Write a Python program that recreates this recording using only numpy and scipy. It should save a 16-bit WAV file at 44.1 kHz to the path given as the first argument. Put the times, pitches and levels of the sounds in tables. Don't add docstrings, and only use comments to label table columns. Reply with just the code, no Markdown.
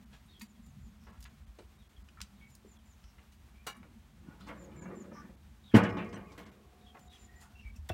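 import sys
import numpy as np
from scipy import signal
from scipy.fft import rfft, irfft, next_fast_len
from scipy.io import wavfile
from scipy.ndimage import uniform_filter1d

SR = 44100
rng = np.random.default_rng(int(sys.argv[2]) if len(sys.argv) > 2 else 0)


def wav_record(signal):
    frames = np.transpose(np.atleast_2d(signal))
    bounded = np.clip(frames, -1, 1)
    quanta = np.round(bounded * 32767).astype(np.int16)
    wavfile.write(sys.argv[1], SR, quanta)


def how_loud(loudness_db):
    steps = np.asarray(loudness_db, float) / 20
    return 10 ** steps


N = 349713


def evened(x):
    return x / np.sqrt(np.mean(x ** 2) + 1e-20)


def read(points, hz):
    f, value = np.transpose(points)
    return np.interp(np.log(hz + 1), np.log(f + 1), value)


def add(mix, s, sound):
    part = mix[round(s * SR):][:len(sound)]
    part += sound[:len(part)]


def seconds(size):
    return np.arange(size) / SR


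def decay(t, t60):
    return how_loud(-60 * t / t60)


def shaped(size, gain):
    padded = next_fast_len(size)
    hz = np.fft.rfftfreq(padded, 1 / SR)
    spectrum = rfft(rng.standard_normal(padded)) * gain(hz)
    return evened(irfft(spectrum, padded)[:size])


def bell(hz, centre_hz, octaves):
    return np.exp(-.5 * (np.log2((hz + 1) / centre_hz) / octaves) ** 2)


def slow_noise(size, width):
    return evened(uniform_filter1d(rng.standard_normal(size), width))


def uneven(shape, frames):
    return evened(uniform_filter1d(uniform_filter1d(rng.standard_normal(shape), 3, 0), frames, 1))


def ring(modes, length_s):
    t = seconds(round(length_s * SR))
    return sum(how_loud(db) * decay(t, t60) * np.sin(2 * np.pi * hz * t) for hz, db, t60 in modes)


def fuzzy(hz, fuzz, wobble_s):
    a, b = (slow_noise(len(hz), max(2, round(wobble_s * SR))) for _ in "ab")
    turn = np.exp(2j * np.pi * np.cumsum(hz) / SR)
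    return (turn * ((1 - fuzz) * np.sqrt(2) + fuzz * (a + 1j * b))).real


# frequency in Hz, level in dB per Hz.
AIR = [(200, 11), (400, -6.5), (700, 0), (1100, -1), (2000, -4), (3500, -7), (4800, -11), (6500, -12),
       (8500, -14), (10500, -17), (12000, -14.5), (15500, -19.5), (15800, -12.5), (15900, -66.5)]
# time in seconds, level in dB.
RUMBLE = [(0, -64), (1.4, -62.5), (3, -66), (5.4, -61.5), (7.3, -66), (7.93, -56)]
# time in seconds, level in dB.
FAN = [(0, -66.5), (.9, -61), (1.4, -69), (2, -76), (2.45, -65), (3.4, -75), (3.9, -65), (5.5, -70.5),
       (7.93, -72)]


def yard():
    clock = seconds(N)
    rumble_db, fan_db = (np.interp(clock, *np.transpose(c)) for c in (RUMBLE, FAN))
    motor_db = -70.5 + 0.67 * (fan_db - fan_db.mean())
    drift_db = 0.8 * shaped(N, lambda f: 1. * (f < 14))
    out = how_loud(-65.5 + drift_db) * shaped(N, lambda f: how_loud(read(AIR, f)))
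    drones = [(rumble_db + 6, 61.6, 0.4, 11.0, 2.4), (fan_db + 2, 210.0, 0.15, 12, 4.25),
              (motor_db, 127, 0.32, 3.7, 3.3), (-78, 302, 0.47, 5.3, 2.5)]
    for db, hz, octaves, lumps_hz, lumps_db in drones:
        lumps = shaped(N, lambda f: 1. * (f < lumps_hz))
        out = out + shaped(N, lambda f: bell(f, hz, octaves)) * how_loud(db + lumps_db * lumps)
    return out


# start in seconds, level in dB, pitch in Hz, t60 in seconds.
STEPS = [(7.649, -31, 52.8, 0.21), (7.783, -33.5, 70, 0.18), (7.902, -25, 89, 0.12)]
# start in seconds, level in dB.
SHUFFLES = [(0.478, -48), (0.83, -38), (1.181, -37), (1.474, -39), (1.977, -39.5), (2.202, -47),
            (3.039, -40.5)]


def steps():
    out, t = np.zeros(N), seconds(12000)
    shuffle_hz, shuffle_t60 = 56, 0.22
    for s, db, hz, t60 in STEPS + [(s, db, shuffle_hz, shuffle_t60) for s, db in SHUFFLES]:
        swell = 1 - np.exp(-t / 0.0044)
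        add(out, s, how_loud(db) * decay(t, t60) * swell * np.sin(2 * np.pi * hz * t))
    return out


def whistled(notes):
    out = np.zeros(N)
    for s, length_s, start_hz, end_hz, db in notes:
        size = round(length_s * SR)
        fuzz, wobble_s = (.7, .005) if 3000 < end_hz < 4500 else (.55, .011)
        note = fuzzy(np.linspace(start_hz, end_hz, size), fuzz, wobble_s)
        add(out, s, how_loud(db) * note * signal.windows.tukey(size, .45))
    return out


def echoed(sound):
    echoes = (rng.random(8000) < .03) * rng.standard_normal(8000) * decay(seconds(8000), .2)
    return sound + how_loud(-7) * signal.oaconvolve(sound, echoes / np.linalg.norm(echoes))[:N]


# start in seconds,
# length in seconds, first Hz, last Hz, level in dB.
WHISTLES = [(0.297, 0.057, 4330, 4300, -71), (0.545, 0.042, 3500, 3100, -75),
            (1.96, 0.029, 3300, 3170, -65.5), (2.398, 0.095, 2260, 2200, -58),
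            (2.763, 0.037, 3540, 3050, -69), (3.54, 0.12, 2250, 2500, -69), (4.75, 0.065, 2110, 2220, -66),
            (4.82, 0.059, 2240, 2230, -61.5), (6.26, 0.073, 2620, 2150, -64.5),
            (7.268, 0.18, 1870, 1927, -63), (7.543, 0.1, 2713, 2740, -60), (7.593, 0.031, 2788, 2707, -52),
            (7.63, 0.092, 2297, 2290, -55.5), (7.744, 0.034, 2750, 2570, -64.5),
            (.258, 0.018, 8750, 8750, -70), (.258, .02, 10950, 10950, -73), (7.903, 0.029, 2650, 2710, -54)]


def far_birds():
    return whistled(WHISTLES)


# start in seconds, gap in seconds, held note in dB, falling note in dB.
PAIRS = [(0.277, 0.047, -65, -64), (1.776, 0.035, -75, -74), (2.34, 0.047, -77, -75),
         (5.628, 0.049, -62, -63), (6.802, 0.047, -71, -61.5), (7.072, 0.043, -63, -61.5)]


def two_note_bird():
    notes = []
    for s, gap_s, held_db, falling_db in PAIRS:
        notes += [(s, .066, 3770, 3700, held_db), (s + gap_s, .072, 3450, 3150, falling_db)]
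    return whistled(notes)


# time in seconds, pitch in Hz, level in dB, fuzz from 0 to 1.
SLIDE = [(0, 7280, -7, 0.7), (.025, 7180, -9.5, 0), (.065, 7090, -4, 0.37), (.078, 6800, -4, .7),
         (0.101, 6170, -19, 0.3)]
# start in seconds, note gap in seconds, level in dB, slide depth, buzz in dB.
PHRASES = [(.44, 0.18, -66, 1.14, -77), (2.47, 0.19, -62.5, 1.7, -74.5), (4.57, 0.188, -55.5, 1.1, -68.5),
           (7.0, .177, -58.5, 0.31, -82)]


def sliding_bird():
    out = np.zeros(N)
    slide_s, *columns = np.transpose(SLIDE)
    t = np.arange(0, slide_s[-1], 1 / SR)
    slide_hz, slide_db, fuzz = (np.interp(t, slide_s, c) for c in columns)
    fuzz = np.clip(fuzz + 0.24, 0, 1)
    for s, gap_s, db, depth, buzz_db in PHRASES:
        for k, note_db in enumerate([-4, -0.5, -2.5]):
            whistle = fuzzy(7150 + depth * (slide_hz - 7150), fuzz, 0.0082)
            add(out, s + k * gap_s, how_loud(db + note_db + slide_db) * whistle * signal.windows.tukey(len(t), .2))
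    size = round(0.11 * SR)
    for s, gap_s, db, depth, buzz_db in PHRASES:
        buzz = shaped(size, lambda f: bell(f, 5570, 0.12)) * signal.windows.tukey(size, .5)
        add(out, s + .55, how_loud(buzz_db) * buzz)
    return out


# start in seconds, length in seconds, pitch in Hz, level in dB.
SINGS = [(4.468, 0.035, 2108, -53), (4.47, 0.27, 543, -56.5), (5.09, 0.22, 1775, -66),
         (5.14, 0.085, 1180, -56.5), (5.151, 0.09, 1480, -61), (5.897, 0.036, 5200, -62),
         (6.604, 0.6, 723, -67.5), (6.999, 0.67, 716, -72), (4.26, .09, 1450, -65), (4.4, .04, 1450, -62),
         (4.9, .055, 1180, -57), (4.88, .13, 380, -52.5), (4.72, .05, 1300, -63.5), (4.68, .1, 830, -64.5),
         (4.3, .13, 860, -66.5), (4.48, .06, 1200, -55.5)]


def rubbed_steel():
    return whistled([(s, length_s, hz, hz, db) for s, length_s, hz, db in SINGS])


# start in seconds, level in dB, centre in Hz, t60 in seconds.
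CLICKS = [(0.409, -54, 2440, 0.11), (1.036, -63, 9000, .005), (1.203, -60, 8900, 0.086),
          (1.224, -55, 5860, 0.053), (1.239, -53, 6700, 0.02), (1.251, -53.5, 1970, 0.14),
          (1.585, -48.5, 463, 0.13), (1.585, -56.5, 3140, 0.087), (2.085, -57, 2620, 0.037),
          (2.203, -44, 2600, 0.0095), (2.2134, -34.5, 5070, 0.0091), (2.22, -57, 4570, 0.074),
          (2.5495, -50, 11000, 0.014), (2.556, -67, 9000, .08), (3.038, -62, 3020, 0.053),
          (3.18, -63, 1440, 0.22), (3.828, -56, 1200, 0.046), (.394, -59, 8000, 0.082),
          (.413, -52.5, 9500, 0.11), (.66, -66, 8900, 0.049), (6.944, -53, 700, 0.24),
          (6.99, -63, 8000, .06), (7.914, -57, 1800, .088), (1.066, -57.5, 1120, 0.42),
          (7.914, -60, 12000, .02), (7.888, -50, 11000, .04), (7.8925, -38, 2200, 0.028),
          (3.665, -49, 10000, 0.13), (5.835, -56, 7000, .015), (6.045, -65, 11000, .012),
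          (5.762, -48, 12000, 0.073)]
# start in seconds, level in dB, centre in Hz, t60 in seconds.
SCUFFS = [(3.319, -67, 5000, 0.2), (3.665, -41, 2760, 0.14), (6.376, -55.5, 3000, 0.21),
          (7.887, -46, 3500, 0.035), (7.896, -31, 300, 0.05)]
# start in seconds, level in dB, centre in Hz, t60 in seconds.
BRUSHES = [(.112, -58.5, 1800, .18), (2.48, -68, 9000, .1), (4.385, -59, 1800, .1),
           (4.463, -53, 1260, 0.074), (4.46, -66, 11000, .1), (7.1, -64, 2900, 1),
           (7.392, -59.5, 5500, .22)]
# start in seconds, level in dB, centre in Hz, t60 in seconds.
PINGS = [(2.169, -56, 1550, 0.21), (2.643, -53.5, 340, 0.11), (3.763, -66, 9300, .056),
         (4.408, -65, 4000, 0.44), (4.909, -59, 1500, 0.06), (5.151, -63, 1340, .18),
         (5.711, -59, 1940, .23), (6.32, -72, 5370, 0.097), (6.421, -65.5, 3000, 0.36),
         (6.965, -55, 1880, 0.036), (7.41, -62.5, 1120, 0.48), (7.756, -61, 6300, 0.079),
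         (7.756, -70, 13000, .06), (5.842, -39.5, 2150, 0.17), (5.972, -43.5, 2140, 0.26),
         (6.085, -66, 5600, .1), (6.172, -72, 13000, .07), (4.71, -69, 2700, .25)]
# spread in octaves, rise in seconds.
TOUCH = [
    (1.04, 0.0029),
    (1.68, 0.0044),
    (1.37, 0.026),
    (0.39, 0.0069),
]


def touches():
    out, t = np.zeros(N), seconds(8000)
    for rows, (octaves, rise_s) in zip((CLICKS, SCUFFS, BRUSHES, PINGS), TOUCH):
        for s, db, hz, t60 in rows:
            bands = how_loud(3.5 * slow_noise(4001, 30))
            contact = shaped(8000, lambda f: bands * bell(f, hz, octaves) * np.sqrt(hz / (f + 100)))
            contact *= how_loud(1.9 * slow_noise(8000, 60))
            contact *= np.minimum(t / max(rise_s, .0022), 1) ** 2 * decay(np.maximum(t - rise_s, 0), t60)
            add(out, s, how_loud(db) * contact)
    return out


# frequency in Hz, level in dB, t60 in seconds.
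TONGS = [(520, -4.5, 0.35), (820, 4, 0.066), (1055, 3.5, 0.079), (1200, -8, .3), (1380, 3.5, 0.12),
         (1560, -4, .2), (1707, -1.5, 0.2), (2164, -2, 0.28), (2266, 5, .28), (2850, 1, 0.25),
         (3801, -7, .25), (4370, -8, .14), (5840, -8, .12), (6761, -7, 0.06)]
# start in seconds, level in dB, contact in seconds.
ARM_HITS = [
    (3.666, -44.5, 0.02),
    (3.699, -57, 0.019),
    (3.83, -74, 0.019),
]
# frequency in Hz, level in dB, t60 in seconds.
GRATE = [(947, -10, 0.11), (1870, 1, .05), (2160, 1, 0.067), (2530, -2, 0.065), (4650, -2, 0.093),
         (7030, -6, .05)]
# frequency in Hz, level in dB, t60 in seconds.
TIPS = [(1960, -7, .06), (3210, -4, 0.083), (4740, -0.5, 0.082), (6090, -7, 0.081), (7170, -3, .05),
        (8640, -7, .06), (9430, -8, .08)]


def tongs():
    out, t = touches(), seconds(8000)
    for s, db, contact_s in ARM_HITS:
        arms = ring([(hz * arm, mode_db + rng.normal(0, 2.4), min(t60, .2))
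                     for hz, mode_db, t60 in TONGS for arm in (1, 1.014)], 0.45)
        scrape = rng.standard_normal(2000) * np.exp(-t[:2000] / contact_s)
        rung = signal.oaconvolve(scrape, arms)
        add(out, s, how_loud(db) * rung / rung[:2000].std())
    for s, db, modes in ((.4135, -48.5, GRATE), (2.2135, -46.5, TIPS)):
        rung = ring(modes, .15)
        add(out, s, how_loud(db) * rung * np.minimum(t[:len(rung)] / .001, 1))
    walls = decay(t, 0.15) * shaped(8000, lambda f: bell(f, 1500, 2.5))
    return out + how_loud(-12.0) * signal.oaconvolve(out, walls / np.linalg.norm(walls))[:N]


# frequency in Hz, width in Hz, level in dB.
LINGER = [(99, 24, 1.5), (189.5, 42, 6.5), (225, 11.9, -13), (287, 23, -9), (354.2, 15.3, 2.5),
          (470.4, 4.3, 6), (539, 8.3, -12), (646, 17, -3.5), (711, 5.9, -1.5), (854, 23, -7),
          (1040, 22, -13.5), (1124, 20, -10.5), (1130, 11, -19.5), (1480, 13, -16), (1650, 25, -35),
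          (1903, 29, -12.5), (2150, 58, -11.5), (2414, 27, -14.5), (2900, 40, -24)]


def clusters(hz):
    return sum(how_loud(db) / (1 + (2 * (hz - f) / width) ** 2) for f, width, db in LINGER)


def patchy(x, depth_db):
    hz, t, z = signal.stft(x, SR, nperseg=1024)
    return signal.istft(z * how_loud(depth_db * uneven(z.shape, 7)), SR, nperseg=1024)[1][:len(x)]


# frequency in Hz, level in dB per Hz.
RUB = [(70, -34.5), (120, 1), (185, 4.5), (250, -2.5), (380, -5), (550, -12.5), (800, -15), (1200, -15),
       (2500, -28), (5000, -69)]
# time in seconds, effort in dB.
SWING = [
    (4.2, -64),
    (4.38, -54.5),
    (4.64, -52.5),
    (4.85, -45),
    (5.1, -49.5),
    (5.37, -59),
    (5.46, -81),
]
# time in seconds, jolt in dB, grit in dB.
CATCHES = [(3.75, -70, -59), (3.87, -57, -82), (4.288, -55.5, -83), (4.493, -57, -51),
           (4.916, -40.5, -53.5), (5.168, -47.5, -58.5)]


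def hinge():
    clock, t = seconds(N), seconds(8000)
    s, jolt_db, catch_db = np.transpose(CATCHES)[:, :, None]
    jolts_db = (jolt_db - 112.5 * abs(clock - s)).max(0)
    effort_db = np.maximum(np.interp(clock, *np.transpose(SWING), -120, -120), jolts_db)
    grit_db = (catch_db - 179 * np.maximum(clock - s, 2.3 * (s - clock))).max(0)
    slips = (rng.random((2, N)) < 500 / SR) * rng.standard_normal((2, N))
    slips *= how_loud(3.27 * rng.exponential(1, (2, N)))
    fade = decay(t, .15) * (1 - np.exp(-np.arange(8000) / 150)) ** 2
    out = how_loud(effort_db - 11.5) * shaped(N, lambda f: bell(f, 310, 0.26))
    colours = (lambda f: how_loud(read(RUB, f))), (lambda f: bell(f, 1220, 0.54))
    for train, db, colour in zip(slips, (effort_db, grit_db), colours):
        shaken = evened(signal.oaconvolve(train, fade * shaped(8000, colour))[:N])
        hummed = shaped(N, lambda f: colour(f) * (0.034 + clusters(f) * np.sqrt(f / 200)))
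        out = out + evened(patchy(shaken + 1.26 * hummed, 4.06)) * how_loud(db)
    return out


# frequency in Hz, level in dB, t60 in seconds.
DRUM = [(109.6, 1, 0.254), (194, -5, 0.14), (295.7, 3.5, 0.26), (305, -18, 0.54), (409, -18, 2.8),
        (448, -23.5, 0.47), (612, -18, 0.98), (657, -39.5, 5.0), (700, -12.5, 0.06), (712, -31, 0.23),
        (859, -3.5, 0.15), (897, -8, 0.3), (1057, -4.5, 0.2), (1237, -17, 1.5), (1250, -18.5, 0.47),
        (1278, -34.5, 0.46)]
# frequency in Hz, level in dB per Hz.
SHEET = [(50, -48), (100, -8.5), (150, -1), (210, 5.5), (300, -10.5), (380, -6), (470, -1), (800, -7),
         (1500, -9.5), (2800, -14.5), (3600, -29), (5500, -37), (10000, -63.5)]
# frequency in Hz, t60 in seconds.
SHEET_T60 = [(80, .4), (250, .28), (700, .36), (1500, .42), (3000, .26), (4500, .24), (10000, .07)]


def barrel():
    hz, t, z = signal.stft(rng.standard_normal(SR), SR, nperseg=256)
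    clumps_db = 2.7 * uneven(z.shape, 10)
    fade_db = -60 * t / read(SHEET_T60, hz)[:, None]
    wash = signal.istft(z * how_loud(clumps_db + fade_db), SR, nperseg=256)[1][:SR]
    bins = np.fft.rfftfreq(2 * SR, 1 / SR)
    crowded = 1.0 + (bins > 3100)
    crowded = crowded + sum(1 / (1 + ((bins - f) / (width + 12)) ** 2) for f, width, db in LINGER)
    sheet = irfft(rfft(wash, 2 * SR) * how_loud(read(SHEET, bins)) * crowded)[:SR]
    after = seconds(SR)
    sheet *= 1 - np.exp(-after / 0.00083)
    linger = shaped(SR, clusters) * decay(after, 1.05) * (1 - np.exp(-after / 0.0035))
    clear = ring([(f * rng.uniform(1.0, 1.01), db + rng.normal(0, 1.0), min(t60, 1.2))
                  for f, db, t60 in DRUM], 1)
    head = round(0.0053 * SR)
    sheet = how_loud(-2.5) * sheet / sheet[:head].std()
    clear = how_loud(-5.0) * clear / clear[:head].std()
    return sheet + clear + how_loud(-8) * linger


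# start in seconds, air thump in dB, thump pitch in Hz,
# drum ring in dB, edge crack in dB.
SLAM = [
    (4.288, -33.5, 172, -59, -75),
    (5.7395, -26, 263.6, -33.5, -61),
    (5.7439, -4.5, 250, -25, -58),
    (5.7487, -17, 309, -24.5, -42),
    (5.753, -3.5, 223, -25, -44),
    (5.7618, -10, 130, -37, -41.5),
    (5.7708, -6.5, 162.4, -44, -47.5),
    (5.7807, -20, 252.8, -37, -61),
]
# start in seconds, drum ring in dB, edge crack in dB.
BOUNCES = [(4.468, -52, -60), (4.491, -47.5, -74), (5.834, -38.5, -49), (5.89, -41.5, -61),
           (5.969, -36, -64), (6.045, -65, -70), (6.127, -48, -58), (6.165, -46.5, -73),
           (6.318, -54.5, -61.5), (6.377, -49.5, -66), (6.462, -57.5, -64.5)]
# centre in Hz, width in octaves, level in dB, t60 in seconds.
BOOM = [
    (65, 0.31, -49.5, 1),
    (190, .4, -45, 1),
    (388, 0.31, -57.5, 4.8),
    (1120, 0.06, -51, 2),
]
# frequency in Hz, level in dB, t60 in seconds.
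THIN_TONES = [(2850, -1, 0.45), (3117, 13, 0.16), (4100, 10, 0.15), (5740, 8, 0.17), (6050, 10.5, 0.16),
              (7450, 8, 0.15), (8250, 6, 0.2), (8950, -2, 0.1)]
# start in seconds, level in dB.
FLICKERS = [(6.141, -68)]


def lid():
    force, out = np.zeros((4, N)), np.zeros(N)
    t, after = np.arange(-300, 300) / SR, seconds(6000)
    crack_fade = (1 - np.exp(-after / 0.0018)) * decay(after, 0.11)
    bounces = [(s, db - 5, 200, db, crack_db) for s, db, crack_db in BOUNCES]
    for k, (s, thump_db, thump_hz, ring_db, crack_db) in enumerate(SLAM + bounces):
        force[k % 4, round(s * SR)] = how_loud(ring_db)
        push = np.cos(2 * np.pi * thump_hz * t) * np.exp(-.5 * (t * thump_hz / 0.27) ** 2)
        push = push - 2 * push.mean() * np.hanning(600)
        add(out, s - 300 / SR, how_loud(thump_db) * push)
        octaves = .95 if k < len(SLAM) else .6
        add(out, s, how_loud(crack_db) * crack_fade * shaped(6000, lambda hz: bell(hz, 4640, octaves)))
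    slam_s = 5.76
    since = seconds(N) - slam_s
    chatter = (rng.random((4, N)) < 15 / SR) * rng.standard_normal((4, N)) * (since > 0)
    force += chatter * how_loud(-58.0 - 43.0 * np.maximum(since, 0))
    for hz, octaves, db, t60 in BOOM:
        boom = shaped(2 * SR, lambda f: bell(f, hz, octaves)) * decay(seconds(2 * SR), t60)
        add(out, slam_s, how_loud(db) * boom)
    for s, db in FLICKERS:
        flicker = ring(THIN_TONES, 0.026)
        add(out, s, how_loud(db) * flicker * signal.windows.tukey(len(flicker), .3))
    return out + sum(signal.oaconvolve(spot, barrel())[:N] for spot in force)


def scene():
    smoker = lid() + hinge() + tongs()
    whistles = echoed(sliding_bird() + far_birds() + rubbed_steel() + two_note_bird())
    return (smoker + whistles + steps() + yard())[None]


DROPS = [.052, .478, 1.118, 1.289, 1.459, 1.78, 1.886, 2.035, 2.782, 3.742, 4.808, 5.363, 5.92, 6.152, 6.45,
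         6.51, 7.091]


def thinned(sound):
    hz, t, z = signal.stft(sound, SR, nperseg=512, noverlap=384)
    survive = rng.random((len(DROPS), 80)) < .25
    for s, kept in zip(DROPS, survive):
        hit = (hz > 2200) & ~kept[(hz / 300).astype(int)]
        z = z * how_loud(-18 * hit[:, None] * np.exp(-.5 * ((t - s) / 0.0042) ** 4))
    return signal.istft(z, SR, nperseg=512, noverlap=384)[1][:, :N]


def roll_off(x):
    return signal.sosfilt(signal.butter(12, 16480, fs=SR, output="sos"), x)


def record(dry):
    heard = signal.sosfilt(signal.butter(2, 55, "high", fs=SR, output="sos"), dry)
    heard = signal.sosfilt(signal.ellip(8, .5, 70, 16300, fs=SR, output="sos"), thinned(heard))
    return roll_off(heard)


dry = scene()
out = record(dry)
wav_record(out)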